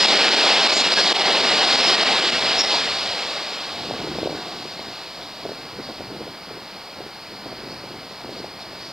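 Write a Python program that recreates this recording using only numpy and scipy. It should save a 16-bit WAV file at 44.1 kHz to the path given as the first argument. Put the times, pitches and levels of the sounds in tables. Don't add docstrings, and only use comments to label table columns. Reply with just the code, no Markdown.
import sys
import numpy as np
from scipy import signal
from scipy.fft import rfft, irfft, next_fast_len
from scipy.io import wavfile
from scipy.ndimage import uniform_filter1d, map_coordinates

SR = 44100
rng = np.random.default_rng(int(sys.argv[2]) if len(sys.argv) > 2 else 0)


def to_wav(s):
    ch = np.atleast_2d(s).T
    pcm = np.round(np.clip(ch, -1, 1) * 32767)
    wavfile.write(sys.argv[1], SR, pcm.astype(np.int16))


def decibels_to_gain(level_db):
    exponent = np.asarray(level_db, float) / 20
    return 10 ** exponent


N = 393372

# f/Hz, density level/dB
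TRAIN_SPECTRUM = [(120, -48), (165, -15), (200, -8), (370, -4), (776, -0.2), (979, -3.5), (1440, -5),
                  (2800, -1.5), (4060, -1), (5250, -4.5), (5970, -15), (7540, -14), (12000, -36.5),
                  (16000, -78)]
PART_EDGES = [450, 1300, 3850, 5700]
# t/s, nearness level/dB, flange bite level/dB
PASSAGE = [(0, -0.5, 2), (.24, 1, -1), (.57, 0.5, -1.5), (.76, -1, 2.5), (.88, 0, -0.5), (.99, -0.5, 2.5),
           (1.14, -0.5, -0.5), (1.41, -1.5, -1), (1.9, 0, 1), (2, 0, -1.5), (2.54, -4, -0.5),
           (2.72, -5, 2.5), (2.88, -8, 1), (3.6, -16, 1.5), (4, -19, 1.5), (5.2, -25, 2.5), (6, -27, -1.5),
           (8.92, -28, -4.5)]
# level/dB, fading per dB of nearness, share of the bite, patchiness/dB
TRAIN_PARTS = [
    (-30.5, 1, 0.01, -0.1),
    (-24.5, 0.78, 0.01, 1.65),
    (-20, 0.91, 0.01, 1.3),
    (-20, 1.01, 1.57, 1),
    (-34, 0.93, 0.77, 1.1),
]
# middle t/s, duration/s, rise in level/dB
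FLANGE_RASPS = [(.47, .15, 1), (1.07, 0.092, -0.5), (3.1, 0.35, 0), (5.95, .15, 3.5), (7.72, 0.091, 4),
                (8.14, 0.11, 6), (8.22, .06, 5), (8.33, 0.078, 7), (8.45, .1, 6), (8.62, .06, 9),
                (8.83, 0.23, 7.5)]
# middle t/s, duration/s, rise in level/dB
BOGIE_THUMPS = [(.1, .15, 0), (.5, 0.13, -0.5), (.99, .06, 1.5), (1.27, 0.48, 1.5), (1.55, 0.18, 0.5),
                (1.91, .1, 1.5), (2.17, 0.079, 0), (2.74, .1, 1.5)]
# t/s, duration/s, level/dB, f/Hz, bandwidth/Hz
FLANGE_SQUEALS = [(0, 0.084, -21, 5150, 200), (0.726, 0.12, -28.5, 6900, 700), (0.918, .09, -24, 5000, 250),
                  (1.792, 0.18, -22.5, 5150, 150), (2.434, 0.11, -27.5, 5000, 200),
                  (2.576, 0.072, -17.5, 5370, 160), (2.58, 0.049, -33, 6870, 70),
                  (2.618, 0.079, -25, 5400, 150), (5.82, 0.083, -40, 4740, 400), (7.7, .07, -44, 4950, 400),
                  (8.36, 0.065, -38, 4600, 600), (8.595, .045, -43, 4300, 700),
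                  (8.787, 0.22, -42, 4900, 500)]
# t/s, duration/s, level/dB, f/Hz, bandwidth/Hz
RAIL_RINGS = [(.5, 0.14, -28, 800, 40), (0.687, 0.13, -27, 644, 50), (0.956, 0.077, -24, 1665, 40),
              (1.198, 0.12, -25.5, 780, 60), (1.445, 0.46, -31, 760, 60), (2.597, 0.11, -29, 766, 60),
              (2.986, 0.18, -41, 716, 30), (3.198, .45, -42, 606, 39.7), (3.2, .48, -43.5, 1130, 30),
              (3.749, .48, -50, 1120, 25)]
# f/Hz, density level/dB
TOWN_SPECTRUM = [(110, -15), (190, 0.5), (460, -1), (770, 0.5), (1260, -4), (1910, -7), (2280, -5),
                 (2680, -13.5), (3700, -16), (4100, -2), (5050, -1), (5600, -14.5), (6200, -20),
                 (10000, -50)]
# middle t/s, duration/s, level/dB
PORT_GUSTS = [(3.899, 0.36, -27), (4.08, 0.11, -31), (4.246, 0.27, -22.5), (4.58, 0.26, -32.5),
              (4.803, .03, -31), (4.876, .06, -30.5), (5.227, 0.051, -31), (5.46, .04, -26),
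              (5.512, 0.051, -31), (5.587, .04, -34), (5.65, .04, -31.5), (5.733, 0.035, -31),
              (5.797, 0.041, -26.5), (5.895, 0.033, -26), (6.01, 0.058, -28), (6.118, 0.11, -26.5),
              (6.222, .04, -31), (6.285, 0.075, -29), (6.533, 0.14, -33), (7.005, 0.049, -29),
              (7.065, 0.019, -29), (7.329, 0.047, -33), (7.465, 0.07, -32), (7.53, 0.031, -32),
              (7.651, 0.22, -33.5), (7.95, 0.43, -36), (8.265, 0.081, -32), (8.4, 0.22, -31.5),
              (8.775, 0.34, -38.5)]
# t/s, level/dB, f/Hz
STRONG_EDDIES = [(3.82, -25, 350), (3.911, -13, 675), (3.939, -17, 635), (4.015, -19, 558),
                 (4.075, -16, 415), (4.153, -22, 552), (4.187, -11, 620), (4.232, -11, 490),
                 (4.26, -10, 443), (4.274, -10, 590), (4.296, -15, 556), (4.308, -15, 450),
                 (4.329, -15, 576), (4.795, -19.5, 541), (4.871, -24, 370), (5.454, -15, 559),
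                 (5.462, -18, 476), (5.495, -17, 521), (5.519, -20, 449), (5.79, -19, 415),
                 (5.89, -20, 553), (6.007, -19.5, 526), (6.217, -19, 405.5), (6.28, -20, 490),
                 (7.462, -20, 525), (7.528, -22, 553), (8.247, -19, 719), (8.293, -20, 480),
                 (8.445, -19, 620), (8.733, -25, 485)]
# t/s, level/dB
DULL_EDDIES = [(3.849, -25), (3.901, -22), (3.95, -20), (4.209, -24), (4.248, -22), (4.351, -21),
               (4.47, -24), (4.656, -23), (4.885, -21), (5.509, -24), (5.806, -26), (5.898, -22),
               (6.105, -24), (6.128, -25), (6.148, -24), (6.209, -20), (6.269, -23), (6.512, -22.5),
               (7.007, -25), (7.066, -24), (7.322, -27), (7.639, -27), (7.661, -25), (7.841, -22),
               (7.943, -25.5), (8.112, -25), (8.261, -24), (8.326, -25), (8.372, -28), (8.403, -23)]
# f/Hz, density level/dB
FLUTTER_SPECTRUM = [(18, -53), (30, -42), (119, -2), (398, 1), (553, -11), (673, -4), (805, -6),
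                    (1270, -18), (1500, -9), (1950, -46), (3300, -120)]
# f/Hz, density level/dB
BREEZE_SPECTRUM = [(20, -23), (60, -6.5), (130, -0.5), (200, -1.0), (400, -64)]
# f/Hz, density level/dB
DRONE_SPECTRUM = [(110, -32), (190, -6), (370, -2), (500, -17), (800, -60)]
# t/s, peak level/dB
BODY_TICKS = [
    (1.901, -6.5),
    (5.491, -24),
]
# f/Hz, level/dB, waver/Hz
RAIL_TONES = [
    (716, -50, 6),
    (1125, -56, 9),
]
# t/s, level/dB
RAIL_SINGING = [(2.7, -8), (3.1, 7), (3.5, -11), (3.8, 8), (4.1, -3), (4.45, 7), (4.75, -0.5), (5, -8),
                (8.9, -34)]
# t/s, depth/dB, recovery/s
GAIN_DUCKS = [(.062, 5.5, 0.012), (0.177, 3, 0.016), (.292, 4.5, 0.018), (.352, 3, 0.011), (.675, 6, 0.015),
              (.709, 5, 0.0087), (0.742, 4, 0.021), (.785, 2, 0.012), (0.823, 4, 0.014), (.877, 2, .021),
              (.893, 4, 0.01), (.942, 6.5, .024), (1.016, 2.5, .03), (1.129, 10.5, 0.017),
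              (1.171, 4, 0.023), (1.223, 3, 0.023), (1.417, 3.5, 0.011), (1.598, 3, 0.0062),
              (1.652, 2.5, 0.021), (1.761, 3.5, 0.02), (1.811, 2.5, 0.033), (1.855, 2, .01),
              (1.955, 3.5, 0.034), (2.038, 5.5, 0.013), (2.201, 3, 0.012), (2.305, 6, 0.013),
              (2.397, 4, 0.0098), (2.621, 5.5, 0.015), (2.652, 3, 0.032), (4.278, 4.5, 0.014)]
# f/Hz, density level/dB
CIRCUIT_SPECTRUM = [(3530, -35), (6000, -8), (7900, -6.5), (9680, -7.5), (15000, -5), (15600, -7.5)]
# f/Hz, level/dB
SIDE_SPECTRUM = [(100, -16), (400, -12), (750, -7), (1200, -11), (1900, -3), (2600, -6)]


def unit(x):
    return x / np.sqrt(np.mean(x ** 2) + 1e-20)


def curves(rows):
    s, *cols = np.transpose(rows)
    return [np.interp(np.arange(N) / SR, s, c) for c in cols]


def wobble(rate):
    knots = rng.standard_normal(int(N * rate / SR) + 4)
    return map_coordinates(knots, [np.arange(N) * rate / SR])


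def swells(rows):
    t = np.arange(0, N / SR + .002, .001)
    bells = sum(height * np.exp(-(2 * (t - s) / length) ** 2) for s, length, height in rows)
    return np.interp(np.arange(N) / SR, t, bells)


def filtered(x, response):
    m = next_fast_len(N + 8192)
    hz = np.fft.rfftfreq(m, 1 / SR) + 1e-3
    return unit(irfft(rfft(x, m) * response(hz), m)[:N])


def colour(spectrum):
    f, db = np.transpose(spectrum)
    return lambda hz: decibels_to_gain(np.interp(np.log(hz), np.log(f), db))


def patchy(patchy_db):
    z = signal.stft(rng.standard_normal(N), nperseg=512)[2]
    field = uniform_filter1d(rng.standard_normal(z.shape), size=5, axis=0)
    field = uniform_filter1d(field, size=9, axis=1)
    return signal.istft(z * decibels_to_gain(patchy_db * unit(field)), nperseg=512)[1][:N]


def train():
    edges = [1e-3, *PART_EDGES, SR]
    below = lambda hz, edge: 1 / (1 + (hz / edge) ** 12)
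    jolts_db = 0.078 * wobble(24)
    near_db, bite_db = curves(PASSAGE)
    bite_db = bite_db + swells(FLANGE_RASPS)
    thump_db = swells(BOGIE_THUMPS)
    out = np.zeros(N)
    for k, (db, fades, bites, patchy_db) in enumerate(TRAIN_PARTS):
        band = lambda hz: np.sqrt(np.abs(below(hz, edges[k + 1]) - below(hz, edges[k])))
        share = lambda hz: band(hz) * colour(TRAIN_SPECTRUM)(hz)
        level_db = db + fades * near_db + bites * bite_db + jolts_db
        if k < 2:
            level_db = level_db + thump_db
        out += decibels_to_gain(level_db) * filtered(patchy(patchy_db), share)
    return out


def squeals():
    out = np.zeros(N)
    hz_axis = np.fft.rfftfreq(SR // 2, 1 / SR)
    for s, length, db, hz, width_hz in FLANGE_SQUEALS + RAIL_RINGS:
        n = round(length * SR)
        mode = 1 / (1 + ((hz_axis - hz) / width_hz) ** 2)
        rub = unit(irfft(rfft(rng.standard_normal(SR // 2)) * mode))[:n]
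        swell = np.sin(np.pi * (np.arange(n) / n) ** 0.7)
        spot = out[round(s * SR):][:n]
        spot += (decibels_to_gain(db) * swell * rub)[:len(spot)]
    return out


def town():
    level_db = -39.5 + .4 * wobble(3)
    return decibels_to_gain(level_db) * filtered(patchy(patchy_db=0.03), colour(TOWN_SPECTRUM))


def slow_pressure(lingering):
    t, fall_s = np.arange(N) / SR, 0.1
    wake = decibels_to_gain(-53.5 + 1.8 * wobble(6.9))
    wake *= (1 - np.tanh((t - 3.17) / fall_s)) / 2
    wake *= 0.68 + 0.37 * np.tanh((t - 0.69) / fall_s)
    pressure = decibels_to_gain(-55) + decibels_to_gain(-20.5) * lingering + wake
    noise = filtered(rng.standard_normal(N), colour(BREEZE_SPECTRUM))
    return pressure * decibels_to_gain(0.75 * wobble(14)) * noise


def eddies(gust):
    gap_s, pitch_hz, pitch_spread = .017, 440, 0.28
    first_s = PORT_GUSTS[0][0] - PORT_GUSTS[0][1]
    slots = np.arange(first_s, N / SR - .05, gap_s)
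    luck = rng.standard_normal((len(slots), 3))
    when = slots + gap_s / 4 * np.clip(luck[:, 0], -2, 2)
    size_db = 20 * np.log10(gust[(when * SR).astype(int)] + 1e-9) + 2 * luck[:, 1]
    lesser = list(zip(when, size_db, pitch_hz * np.exp(pitch_spread * luck[:, 2])))
    dull = [(s, db, 406) for s, db in DULL_EDDIES]
    shed = STRONG_EDDIES + dull + lesser
    pops, t = np.zeros(N), np.arange(-400, 400) / SR
    for (s, db, hz), (turn, cycles) in zip(shed, rng.random((len(shed), 2))):
        bell = np.exp(-(t * hz / (0.5 + 0.29 * cycles)) ** 2)
        puff = bell * np.sin(2 * np.pi * (hz * t + turn))
        puff = puff - np.hanning(len(t)) * puff.mean() * 2
        pops[round((s + t[0]) * SR):][:len(t)] += decibels_to_gain(db - 2.5) * puff
    return pops


def wind():
    lumps = decibels_to_gain(2.8 * wobble(90) + .6 * wobble(25))
    flutter = unit(lumps * filtered(rng.standard_normal(N), colour(FLUTTER_SPECTRUM)))
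    gust = swells([(s, length, decibels_to_gain(db)) for s, length, db in PORT_GUSTS])
    lingering = np.sqrt(np.abs(uniform_filter1d(gust ** 2, size=round(.07 * SR))))
    drone = decibels_to_gain(-13) * lingering * filtered(patchy(patchy_db=2.5), colour(DRONE_SPECTRUM))
    return decibels_to_gain(-10.5) * gust * flutter + slow_pressure(lingering) + drone + eddies(gust)


def ticks():
    t, out = np.arange(N) / SR, np.zeros(N)
    for s, db in BODY_TICKS:
        u = np.clip(t - s, 0, None) / 0.00015
        out -= decibels_to_gain(db + 9) * u * (2 - u) * np.exp(-u)
    return out


def rails():
    out = np.zeros(N)
    for hz, db, waver_hz in RAIL_TONES:
        phase = 2 * np.pi * np.cumsum(hz + waver_hz * wobble(20)) / SR
        out += decibels_to_gain(db + 0.78 * wobble(12)) * np.sqrt(2) * np.sin(phase)
    return decibels_to_gain(curves(RAIL_SINGING)[0]) * out


def scene():
    return np.tile(train() + squeals() + town() + wind() + ticks() + rails(), (2, 1))


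def treble_ceiling(x):
    hz, t, z = signal.stft(x, SR, nperseg=2048)
    loud_db = 10 * np.log10(2 * np.sum(np.abs(z) ** 2, axis=0) + 1e-12)
    luck_db = 1.8 * rng.standard_normal(len(t))
    top_hz = 15800 - 430 * np.clip(loud_db + 20.6 + luck_db, 0, None)
    ragged = rng.standard_normal((len(hz) // 16 + 1, len(t)))
    ragged = np.repeat(ragged, 16, axis=0)[:len(hz)]
    kept = hz[:, None] < top_hz + .5 * (15800 - top_hz) * ragged
    return signal.istft(z * kept, SR, nperseg=2048)[1][:N]


def gain_ducking():
    since, duck_db = np.arange(SR // 2) / SR, np.zeros(N)
    for s, depth_db, recovery_s in GAIN_DUCKS:
        back = np.exp(-(since / recovery_s) ** 1.6) + 0.069 * np.exp(-since / 0.073)
        onset = 1 - np.exp(-since / .001)
        duck_db[round(s * SR):][:len(since)] -= 1.5 * depth_db * onset * back
    return decibels_to_gain(duck_db)


def roll_off(x):
    return signal.sosfilt(signal.butter(12, 15770, fs=SR, output="sos"), x)


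def record(dry):
    hiss = decibels_to_gain(-54) * filtered(rng.standard_normal(N), colour(CIRCUIT_SPECTRUM))
    mono = treble_ceiling(dry[0] * gain_ducking() + hiss)
    late = np.roll(mono, 1)
    mid, side = (late + mono) / 2, (late - mono) / 2
    side = np.std(side) * filtered(side, colour(SIDE_SPECTRUM))
    return roll_off(np.array([mid + side, mid - side]))


dry = scene()
out = record(dry)
to_wav(out)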